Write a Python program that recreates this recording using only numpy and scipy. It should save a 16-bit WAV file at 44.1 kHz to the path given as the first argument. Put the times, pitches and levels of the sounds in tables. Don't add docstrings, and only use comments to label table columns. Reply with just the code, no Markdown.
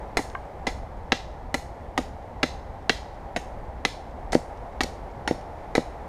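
import sys
import numpy as np
from scipy import signal
from scipy.fft import rfft, irfft
from scipy.io import wavfile

SR = 44100
rng = np.random.default_rng(int(sys.argv[2]) if len(sys.argv) > 2 else 0)


def dump(signal):
    limited = np.clip(np.atleast_2d(signal).T, -1, 1)
    pcm = np.round(limited * 32767).astype(np.int16)
    wavfile.write(sys.argv[1], SR, pcm)


N = 268128


def amp(db):
    return 10 ** (np.asarray(db) / 20)


def unit_rms(x):
    return x / np.sqrt(np.mean(x ** 2) + 1e-20)


def unit_peak(x):
    return x / abs(x).max()


def curve_at(points, hz):
    f, value = np.transpose(points)
    return np.interp(np.log(hz + 1), np.log(f + 1), value)


def add(mix, s, sound):
    part = mix[round(s * SR):][:len(sound)]
    part += sound[:len(part)]


def coloured(x, points, size=4096):
    log_gain = np.log(amp(curve_at(points, abs(np.fft.fftfreq(size, 1 / SR)))))
    taps = np.fft.ifft(np.exp(np.conj(signal.hilbert(log_gain)))).real
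    return signal.fftconvolve(x, taps[:size // 2])[:len(x)]


def ring(modes, t, pitch=1, spread_db=0):
    offsets_db = spread_db * rng.standard_normal(len(modes))
    return sum(amp(db + offset - 60 * t / t60) * np.cos(2 * np.pi * hz * pitch * t)
               for (hz, db, t60), offset in zip(modes, offsets_db))


def crackle(t, decay_s, per_s):
    snaps = rng.standard_normal(len(t)) * (rng.random(len(t)) < per_s / SR)
    snaps *= np.exp(-(t / decay_s) ** 0.98)
    return snaps / (np.linalg.norm(snaps) + 1e-9)


def wavering_noise(spectrum, waver_db):
    t = np.arange(N) / SR
    gain = amp(curve_at(spectrum, np.fft.rfftfreq(N, 1 / SR)))
    noise = irfft(rfft(rng.standard_normal(N)) * gain, N)
    wander = unit_rms(sum(np.sin(2 * np.pi * (hz * t + rng.random())) for hz in np.geomspace(.7, 9, 12)))
    return unit_rms(noise * amp(waver_db * wander))


# f/Hz, relative level/dB
RUMBLE_SPECTRUM = [(8.8, -25), (15, -7), (38, -3), (54, -1), (68, -2.5), (87, -8), (135, -14), (156, -15),
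                   (300, -18.5), (390, -55), (660, -120)]
ROAR_SPECTRUM = [(150, -40), (250, -22.5), (342, -6.5), (386, -7.5), (414, -6.5), (460, -6), (528, -4),
                 (802, -1), (1220, -16), (1580, -20), (1730, -19.5), (2090, -21.5), (2620, -31),
                 (14400, -52.5), (16000, -65)]
# t/s, level/dB
ROAR_SWELL = [(0, 0.9), (1, -1.5), (2, -1.5), (3, -0.6), (4, -.6), (6.08, 1.5)]

def background(rumble_db=-39.5, roar_db=-41):
    swell_db = np.interp(np.arange(N) / SR, *np.transpose(ROAR_SWELL))
    rumble = amp(rumble_db) * wavering_noise(RUMBLE_SPECTRUM, waver_db=1.14)
    roar = amp(roar_db + swell_db) * wavering_noise(ROAR_SPECTRUM, waver_db=0.32)
    return rumble + roar


# f/Hz, t60/s
FOREST_T60 = [(200, 0.053), (1000, 0.22), (2000, 0.31), (4000, 0.33), (9000, 0.31), (15000, 0.22)]
# f/Hz, level/dB
FOREST_COLOUR = [(150, -12), (500, -9), (1300, -12), (2000, -13.5), (3500, -9.5), (7000, -4), (14000, 1)]

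def forest_echo(x, rise_s=0.016, far_db=-23.0, far_t60_s=1.0):
    t = np.arange(SR * 3 // 4) / SR
    echoes = rng.standard_normal(len(t)) * (rng.random(len(t)) < 5000 / SR)
    echoes *= 1 - np.exp(-(t / rise_s) ** 2)
    hz, age_s, spectra = signal.stft(echoes, SR, nperseg=256)
    decay = amp(-60 * age_s / curve_at(FOREST_T60, hz)[:, None]) + amp(far_db - 60 * age_s / far_t60_s)
    tail = signal.istft(spectra * decay, SR, nperseg=256)[1]
    return signal.fftconvolve(x, coloured(tail / np.linalg.norm(tail), FOREST_COLOUR))[:len(x)]


# t/s, peak level/dB
CLACKS = [(0.3503, -19)]
# f/Hz, level/dB, t60/s
PIECE_MODES = [(783, -4.5, 0.062), (1056, -4, 0.083), (1120, 2, 0.039), (1580, 0.5, 0.044),
               (1830, -4, 0.027), (2120, -0.5, 0.018), (2900, -9, 0.013)]
# t/s, peak level/dB, scatter time/s
CHIP_FALLS = [(.3, -36, .0014), (4.574, -43.5, 0.0089), (5.1126, -50, .003), (5.411, -45, 0.0028),
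              (5.861, -54, .0016)]
# f/Hz, level/dB
LEAF_COLOUR = [(500, -30), (1500, -4), (3000, 4), (6500, 0), (10000, -17), (15000, -24)]

def chips(echo_db=-7, flight_s=(.2, .4), crumb_db=-54, crumb_scatter_s=.005):
    direct, t = np.zeros(N), np.arange(SR // 5) / SR
    attack = 1 - np.exp(-t / 0.00073)
    for s, db in CLACKS:
        add(direct, s, amp(db) * unit_peak(ring(PIECE_MODES, t) * attack))
    crumbs = [(s + rng.uniform(*flight_s), crumb_db, crumb_scatter_s) for s, *_ in CUTS]
    for s, db, scatter_s in CHIP_FALLS + crumbs:
        tick = coloured(crackle(t, scatter_s, per_s=3600), LEAF_COLOUR)
        add(direct, s, amp(db) * unit_peak(tick))
    return direct + amp(echo_db) * forest_echo(direct)


# f/Hz, level/dB, t60/s
STAVE_MODES = [(281.3, -12, 0.086), (310, -16.5, 0.053), (466, -8.5, 0.051), (695, -39, 0.042),
               (798, -4.5, 0.032), (980, -24, 0.013), (1352, 4.5, 0.036), (1572, -11, 0.048),
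               (1715, -0.5, 0.023), (2030, -2.5, 0.012), (2029, 1, 0.02), (2450, -19.5, 0.064),
               (2920, 1.5, 0.01), (3230, -0.5, 0.0089), (3520, 12, 0.0068), (4030, 11.5, 0.0087),
               (4350, 2.5, 0.0066), (5120, 2.5, 0.019), (6430, -7, 0.019)]
# f/Hz, level/dB
SNAP_COLOUR = [(40, -1.5), (130, -15), (260, -5), (800, -3.5), (1300, -5.5), (2000, 6), (4500, 0.5),
               (6500, -4.5), (8000, -18), (11000, -27.5), (15000, -35)]
BAND_EDGES = [150, 1100, 2700, 4500, 7000, 15000]

def bite(tear_s, levels_db, pitch, stave_ring=0.048, size=4096):
    t, hz = np.arange(size) / SR, np.fft.rfftfreq(size, 1 / SR)
    force = crackle(t, tear_s, per_s=18000)
    force[0] += .3
    ringing = signal.fftconvolve(force, ring(STAVE_MODES, t, pitch, spread_db=0.5))[:size]
    wood = coloured(force + stave_ring * ringing, SNAP_COLOUR)
    power = 2 * abs(rfft(wood)) ** 2 / size / (.02 * SR)
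    shape = []
    for lo, hi, db in zip(BAND_EDGES, BAND_EDGES[1:], levels_db):
        lift_db = db - 10 * np.log10(power[(hz >= lo) & (hz < hi)].sum())
        shape += [(lo * 1.2, lift_db), (hi / 1.2, lift_db)]
    return coloured(wood, shape)


# f/Hz, level/dB, t60/s
LOG_MODES = [(108, -33, 0.37), (166.4, -18, 0.11), (248, -12, 0.075), (315, -11, 0.043), (488, -9, 0.037),
             (574, -18, 0.065), (775, -37, 0.018)]
CRUNCH_BANDS = [-26, -34, -44.5, -45, -49]
THUD_LEAD_S = .004

def landing(peak_db, log_ring, half_contact_ms=0.46, hardening=0.082, rebound=0.46):
    t = np.arange(SR // 6) / SR
    width_s = half_contact_ms / 1000 * amp(peak_db) ** -hardening
    u = (t - THUD_LEAD_S) / width_s
    push = (u + rebound * (u ** 2 - 1)) * np.exp(-u ** 2 / 2)
    ringing = signal.fftconvolve(push, ring(LOG_MODES, t))[:len(t)]
    thud = unit_peak(push + log_ring * ringing)
    add(thud, THUD_LEAD_S / 2, bite(tear_s=0.0027, levels_db=CRUNCH_BANDS, pitch=.95))
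    return amp(peak_db) * thud


# f/Hz, level/dB, t60/s
STEEL_MODES = [(3300, -2, .12), (3980, 0, .1), (5428, -2, .21), (6430, -2, .12), (6580, -5, .08),
               (8735, -11, .035), (9360, -5, .065), (9480, -6, .055)]

def steel_ping(favoured_hz, db_per_octave=22):
    t = np.arange(SR // 3) / SR
    modes = [(hz, db - db_per_octave * abs(np.log2(hz / favoured_hz)), t60) for hz, db, t60 in STEEL_MODES]
    ping = ring(modes, t) * (1 - np.exp(-t / 0.0021))
    return ping * np.sqrt(.02 * SR) / np.linalg.norm(ping)


SKID_BANDS = [6.5, 4, 1.5, 4.5, 0.5]

def skid(length_s, db):
    return bite(length_s, db + np.array(SKID_BANDS), pitch=1.08)


CUT_BANDS = [-0.5, -1.5, -9, -13.3, -19.5]
CRISP_SHARE = [0, 0.78, 1.38, 0.98, 0.31]
HISS_SHARE = [0, 0.16, 0, 0.37, 0.85]

def cut(tear_s, strength_db, crisp_db, hiss_db, pitch):
    colour_db = np.array(CUT_BANDS) + crisp_db * np.array(CRISP_SHARE) + hiss_db * np.array(HISS_SHARE)
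    return bite(tear_s, strength_db + colour_db, pitch)


# t/s, tearing time/s, strength/dB, crispness/dB, hiss/dB, factor on the stave's pitch,
# head ping level/dB, favoured f/Hz, thin edge level/dB
CUTS = [(0.171, 0.0071, -23, -1.5, 8.5, 1.005, -45, 3900, -53),
        (0.1899, 0.0077, -26.5, -14.5, -2, 0.95, -65, 3900, -65),
        (0.6687, 0.011, -25.5, -1, 1.5, .98, -42, 4270, -55),
        (1.1208, 0.0046, -23, 5, -3, 0.97, -38, 3600, -59),
        (1.5428, 0.0055, -25, -1.5, 6, 1.01, -62, 4000, -64),
        (1.9775, 0.0057, -23, -3, -.3, 0.92, -52, 5500, -65),
        (2.4308, 0.0053, -25, 4.5, 0.5, 0.99, -48, 6400, -60),
        (2.895, 0.004, -24, 6, 1.5, 0.96, -35.5, 3300, -52),
        (3.363, 0.0072, -26, -3, 1, 0.89, -50, 6500, -55),
        (3.851, 0.0045, -26, 5.5, 2.5, .99, -47, 3300, -48),
        (4.3306, 0.0028, -25.5, -7.5, 5, 0.98, -54, 5510, -48),
        (4.8069, 0.0051, -24, 0.8, -4, 0.94, -48, 4500, -53),
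        (5.2763, 0.007, -27, 0, 1.5, 1.06, -45, 5430, -49.5),
        (5.7521, 0.0054, -22, -2, -1.5, 0.98, -43, 3900, -48.5)]
# t/s, length/s, level/dB
SKIDS = [(4.322, 0.025, -43), (4.3467, 0.0033, -43.5), (4.8108, 0.007, -43), (4.8342, 0.0036, -40.5),
         (5.768, 0.0049, -49.5)]
# t/s, peak level/dB, gain of the log's ring
LANDINGS = [(0.1941, -24, .035), (0.6772, -16, 0.022), (1.128, -12, 0.057), (1.5521, -19.5, 0.024),
            (1.9903, -14.5, 0.099), (2.4398, -12.5, .1), (2.902, -15, 0.034), (3.3706, -19, 0.031),
            (3.8574, -18.5, .022), (4.3533, -2, .075), (4.8445, -20, .04), (5.3118, -8.5, 0.037),
            (5.781, -4.5, 0.044)]

def hewing(cut_echo_db=-5, skid_echo_db=-10, thud_echo_db=-8, ping_echo_db=-8, edge_hz=9400, n_sides=3):
    direct, sides = np.zeros(N), np.zeros((n_sides, N))

    def emit(s, sounds, echo_db):
        add(direct, s, sounds[0])
        for side, sound in zip(sides, sounds):
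            add(side, s, amp(echo_db) * sound)

    for s, tear_s, strength_db, crisp_db, hiss_db, pitch, ping_db, favoured_hz, edge_db in CUTS:
        emit(s, [cut(tear_s, strength_db, crisp_db, hiss_db, pitch) for _ in sides], cut_echo_db)
        steel = amp(ping_db) * steel_ping(favoured_hz) + amp(edge_db) * steel_ping(edge_hz)
        emit(s, [steel] * n_sides, ping_echo_db)
    for s, length_s, db in SKIDS:
        emit(s, [skid(length_s, db) for _ in sides], skid_echo_db)
    for s, db, log_ring in LANDINGS:
        emit(s - THUD_LEAD_S, [landing(db, log_ring)] * n_sides, thud_echo_db)
    return direct + sum(forest_echo(side) for side in sides) / np.sqrt(n_sides)


def scene():
    return (background() + hewing() + chips())[None]


def record(dry, ceiling=.9, cutoff_hz=15300):
    rounded = dry / (1 + (dry / ceiling) ** 8) ** (1 / 8)
    lowpass = signal.firwin(255, cutoff_hz, window=("kaiser", 8), fs=SR)
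    return signal.oaconvolve(rounded, lowpass[None], "same")


dry = scene()
out = record(dry)
dump(out)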